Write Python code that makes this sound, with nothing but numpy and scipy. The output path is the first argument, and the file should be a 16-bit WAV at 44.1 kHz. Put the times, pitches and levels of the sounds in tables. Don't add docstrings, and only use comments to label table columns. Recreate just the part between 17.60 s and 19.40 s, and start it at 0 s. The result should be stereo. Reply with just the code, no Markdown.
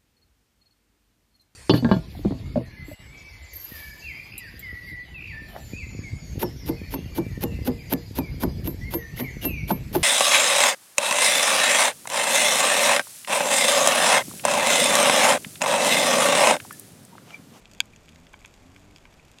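import sys
import numpy as np
from scipy import signal
from scipy.fft import rfft, irfft, next_fast_len
from scipy.io import wavfile
from scipy.ndimage import map_coordinates

SR = 44100
rng = np.random.default_rng(int(sys.argv[2]) if len(sys.argv) > 2 else 0)


def dump_mix(stems):
    frames = np.atleast_2d(stems).T
    limited = np.clip(frames, -1, 1)
    pcm = np.round(limited * 32767).astype(np.int16)
    wavfile.write(sys.argv[1], SR, pcm)


N = 79380

# f/Hz, relative level/dB
WATER_SPECTRUM = [(20, -3.5), (45, 3), (80, -2.5), (160, -4), (300, -8), (450, -10), (800, -12.5),
                  (1500, -18), (3000, -28.5), (8000, -59)]
# f/Hz, relative level/dB
HAZE_SPECTRUM = [(500, -10.5), (1200, -9.5), (1900, -0.5), (2400, 3), (3300, -4), (4100, -4), (5700, -5),
                 (7100, -5), (9500, -12), (12000, -16.5), (15000, -19.5), (16500, -34)]
# f/Hz, relative level/dB
SIDE_HISS_SPECTRUM = [(60, -44), (300, -6.5), (1000, -7), (2500, -9), (4500, -3.5), (7500, -9.5),
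                      (10000, -13.5), (13000, -34)]
# f/Hz, relative level/dB
FLUTTER_SPECTRUM = [(40, -17), (90, -8), (280, 4), (400, -40), (600, -1.5), (1200, -48)]
WATER_DB, HAZE_DB, SIDE_HISS_DB, FLUTTER_DB = -55.5, -64.5, -80, -64
HAZE_PATCHY_DB, HAZE_PATCHES_PER_S = 1.23, 90

# f/Hz, level/dB
HOUSING_RESPONSE = [(380, -15), (700, -4.5), (960, 11), (1220, 7), (1350, 1.5), (1560, 20), (1820, 1),
                    (2080, 13), (2310, 26), (2650, 21), (2880, 11), (3320, 25.5), (3850, 13), (4170, -4.5),
                    (4450, 16), (4800, 17.5), (5280, -3), (5600, 6), (6000, -32.5), (6550, 10),
                    (6950, 15.5), (7400, 8), (8500, 7), (9400, -7.5), (10100, -12), (11000, 1.5),
                    (11800, 1.5), (13100, -5), (13800, -26), (14900, -6), (16500, -41)]
SMEAR_HZ, SMEAR_RADIUS = 2800, 0.81
# f/Hz, relative level/dB
CRACK_SPECTRUM = [(300, -49), (900, -42), (1600, -6.5), (2400, 15), (3300, 5.5), (4100, -2), (5000, 3),
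                  (7500, 3), (10000, -20), (15000, -43)]
CRACK_T60_S, BUBBLE_LOW_HZ = 0.0087, 403
PIVOT_HZ = 3240

REEF_DB, REEF_T60_S = -9.5, 0.041
FAR_PER_S, FAR_DB, FAR_SPREAD_DB = 170, -67, 4.5
FAR_TILT_DB, FAR_TILT_SPREAD_DB, FAR_CRACK_DB = 3.5, 2, 9

# t/s, level/dB, brightness/(dB per octave)
NEAR_SNAPS = [(.0560, -42, -5.5), (0.114, -45, 3), (0.1352, -44.5, 6.5), (.1488, -45.5, 5.5),
              (.1690, -53, -4), (0.2568, -54, 12), (0.2795, -53.5, -6), (0.3036, -56, 6),
              (0.3618, -43.5, 3.5), (0.4836, -46, -1), (0.4906, -42.5, 1), (0.5591, -40.5, -2.5),
              (.6680, -42, -5.5), (.7330, -49.5, 7.5), (0.7663, -64, 10), (0.8457, -50.5, -8),
              (0.8493, -38.5, -8.5), (0.859, -40.5, 4), (0.9401, -44.5, 1), (1.1628, -41, -5.5),
              (1.228, -57, -5), (1.361, -38, 0), (1.3834, -49, 3.5), (1.4542, -43, -10), (1.6520, -53, 9),
              (1.7155, -49.5, 8), (1.7858, -40.5, -1.5)]
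NEAR_CRACK_DB = 14

# start t/s, length t/s, first f/Hz, last f/Hz, level/dB of harmonics 1, 2, 3, 4
HUM_SWELLS = [(.06, .37, 39, 55, -72, -62, -66, -66), (.44, .25, 68, 85, -61, -59, -66, -72),
              (.98, .40, 77, 99.5, -58, -65, -61, -76)]
HUM_FADE_S, HUM_GLIDE_POWER = .05, 2.4
HUM_WAVER_DB, HUM_WAVER_PER_S = 1.5, 13.26
HUM_JITTER, HUM_JITTER_PER_S = .006, 27.7

CLOSE_S, CLOSE_DB, CLOSE_CRACK_DB = .2038, -3.5, -1.5
# delay t/s, level/dB
CLOSE_ECHOES = [(.0062, -47), (0.0093, -24)]
ECHO_TOP_HZ = 4000

# t/s, f/Hz, level/dB
SOFT_PINGS = [(.3345, 2390, -38.5), (.8163, 2280, -37.5), (1.3055, 2240, -45), (1.5965, 2380, -39)]
PING_T60_S, PING_ATTACK_S = .015, .0008

# t/s, level/dB
DULL_KNOCKS = [(.7360, -45), (.7407, -33)]
# f/Hz, level/dB, t60 t/s
KNOCK_RESONANCES = [(715, -27, 0.015), (1033, -4, 0.017), (1143, -10, 0.033), (1554, 0.5, .016),
                    (1820, -19, 0.022), (2257, 0, 0.021), (2700, -10.5, 0.01), (3150, -11.5, 0.027)]
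MODE_SCATTER_DB, KNOCK_ATTACK_S = 3.5, 0.00023

TOP_HZ = 15300


def amp(db):
    return 10 ** (np.asarray(db) / 20)


def unit(x):
    return x / np.sqrt(np.mean(x ** 2) + 1e-20)


def filtered(x, response):
    m = next_fast_len(N + 8192)
    hz = np.fft.rfftfreq(m, 1 / SR)
    return irfft(rfft(x, m) * response(hz), m)[:N]


def noise(spectrum):
    f, db = np.transpose(spectrum)
    white = rng.standard_normal(N)
    return unit(filtered(white, lambda hz: amp(np.interp(np.log(hz + 1), np.log(f), db))))


def wobble(rate):
    knots = rng.standard_normal(int(N * rate / SR) + 4)
    return map_coordinates(knots, [np.arange(N) * rate / SR])


def add(track, s, sound):
    part = track[max(round(s * SR), 0):][:len(sound)]
    part += sound[:len(part)]


def fade(t, t60):
    return np.exp(-np.log(1000) * t / t60)


def water():
    return amp(WATER_DB) * noise(WATER_SPECTRUM)


def haze():
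    level_db = HAZE_DB + HAZE_PATCHY_DB * wobble(HAZE_PATCHES_PER_S)
    return amp(level_db) * noise(HAZE_SPECTRUM)


def side_hiss():
    return amp(SIDE_HISS_DB) * noise(SIDE_HISS_SPECTRUM)


def off_coral(sound):
    t = np.arange(SR // 10) / SR
    path = rng.standard_normal(len(t)) * fade(t, REEF_T60_S)
    path *= amp(REEF_DB) / np.linalg.norm(path)
    path[0] = 1
    return signal.fftconvolve(sound, path)


def housing(tilt_db, size=2048):
    f, db = np.transpose(HOUSING_RESPONSE)
    hz = np.fft.rfftfreq(size, 1 / SR) + 1
    tilted_db = db + tilt_db * np.log2(f / PIVOT_HZ)
    gain = amp(np.interp(np.log(hz), np.log(f), tilted_db))
    cepstrum = irfft(np.log(gain))
    cepstrum[1:size // 2] *= 2
    cepstrum[size // 2 + 1:] = 0
    pulse = irfft(np.exp(rfft(cepstrum)))
    poles = [1, -2 * SMEAR_RADIUS * np.cos(2 * np.pi * SMEAR_HZ / SR), SMEAR_RADIUS ** 2]
    return signal.lfilter(poles[::-1], poles, pulse)


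def snap(tilt_db, crack_db):
    rung = housing(tilt_db)
    t = np.arange(len(rung)) / SR
    hz = np.fft.rfftfreq(len(rung), 1 / SR) + 1
    f, db = np.transpose(CRACK_SPECTRUM)
    tilted_db = db + tilt_db * np.log2(f / PIVOT_HZ)
    colour = amp(np.interp(np.log(hz), np.log(f), tilted_db))
    crack = irfft(rfft(rng.standard_normal(len(t))) * colour) * fade(t, CRACK_T60_S)
    crack /= np.linalg.norm(crack)
    low_cut = signal.butter(2, BUBBLE_LOW_HZ, "highpass", fs=SR, output="sos")
    return signal.sosfilt(low_cut, rung + amp(crack_db) * crack)


def far_snaps(count=16):
    out = np.zeros(N)
    for _ in range(count):
        fired = rng.random(N) < FAR_PER_S / count / SR
        sizes = amp(FAR_SPREAD_DB * np.minimum(rng.standard_normal(N), 2))
        tilt_db = FAR_TILT_DB + FAR_TILT_SPREAD_DB * rng.standard_normal()
        colony_snap = unit(off_coral(snap(tilt_db, FAR_CRACK_DB)))
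        out += signal.fftconvolve(fired * sizes, colony_snap)[:N]
    return amp(FAR_DB) * unit(out)


def near_snaps():
    out = np.zeros(N)
    for s, db, tilt_db in NEAR_SNAPS:
        add(out, s, amp(db) * off_coral(snap(tilt_db, NEAR_CRACK_DB)))
    return out


def hum():
    t, out = np.arange(N) / SR, np.zeros(N)
    for start, length, first_hz, last_hz, *levels in HUM_SWELLS:
        progress = np.clip((t - start) / length, 0, 1)
        glide_hz = last_hz + (first_hz - last_hz) * (1 - progress) ** HUM_GLIDE_POWER
        hz = glide_hz * (1 + HUM_JITTER * wobble(HUM_JITTER_PER_S))
        phase = 2 * np.pi * np.cumsum(hz) / SR
        tone = np.zeros(N)
        for harmonic, db in enumerate(levels, 1):
            gain = amp(db + HUM_WAVER_DB * wobble(HUM_WAVER_PER_S))
            tone += np.sqrt(2) * gain * np.sin(harmonic * phase)
        flutter = amp(FLUTTER_DB) * noise(FLUTTER_SPECTRUM)
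        to_edge_s = np.minimum(progress, 1 - progress) * length
        out += np.clip(to_edge_s / HUM_FADE_S, 0, 1) * (tone + flutter)
    return out


def close_snap():
    out = np.zeros(N)
    blow = amp(CLOSE_DB) * snap(0, CLOSE_CRACK_DB)
    add(out, CLOSE_S, blow)
    dulled = signal.sosfilt(signal.butter(1, ECHO_TOP_HZ, fs=SR, output="sos"), blow)
    for delay, db in CLOSE_ECHOES:
        add(out, CLOSE_S + delay, amp(db) * off_coral(dulled))
    return out


def pings():
    out, t = np.zeros(N), np.arange(SR // 20) / SR
    envelope = fade(t, PING_T60_S) * (1 - np.exp(-t / PING_ATTACK_S))
    for s, hz, db in SOFT_PINGS:
        ping = np.sin(2 * np.pi * hz * t) * envelope
        add(out, s, amp(db) * off_coral(ping))
    return out


def ring(modes):
    t = np.arange(SR // 20) / SR
    hz, db, t60 = np.transpose(modes)[:, :, None]
    gains = amp(db + MODE_SCATTER_DB * rng.standard_normal(hz.shape))
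    decaying = gains * np.cos(2 * np.pi * hz * t) * fade(t, t60)
    return np.sum(decaying, axis=0) * (1 - np.exp(-t / KNOCK_ATTACK_S))


def knocks():
    out = np.zeros(N)
    for s, db in DULL_KNOCKS:
        add(out, s, amp(db) * off_coral(ring(KNOCK_RESONANCES)))
    return out


def scene():
    background = water() + haze() + far_snaps()
    mono = background + near_snaps() + hum() + close_snap() + pings() + knocks()
    side = side_hiss()
    return np.array([mono + side, mono - side])


def record(dry):
    def band_limit(hz):
        return np.clip((TOP_HZ - hz) / 600 + .5, 0, 1)
    return np.array([filtered(channel, band_limit) for channel in dry])


dry = scene()
out = record(dry)
dump_mix(out)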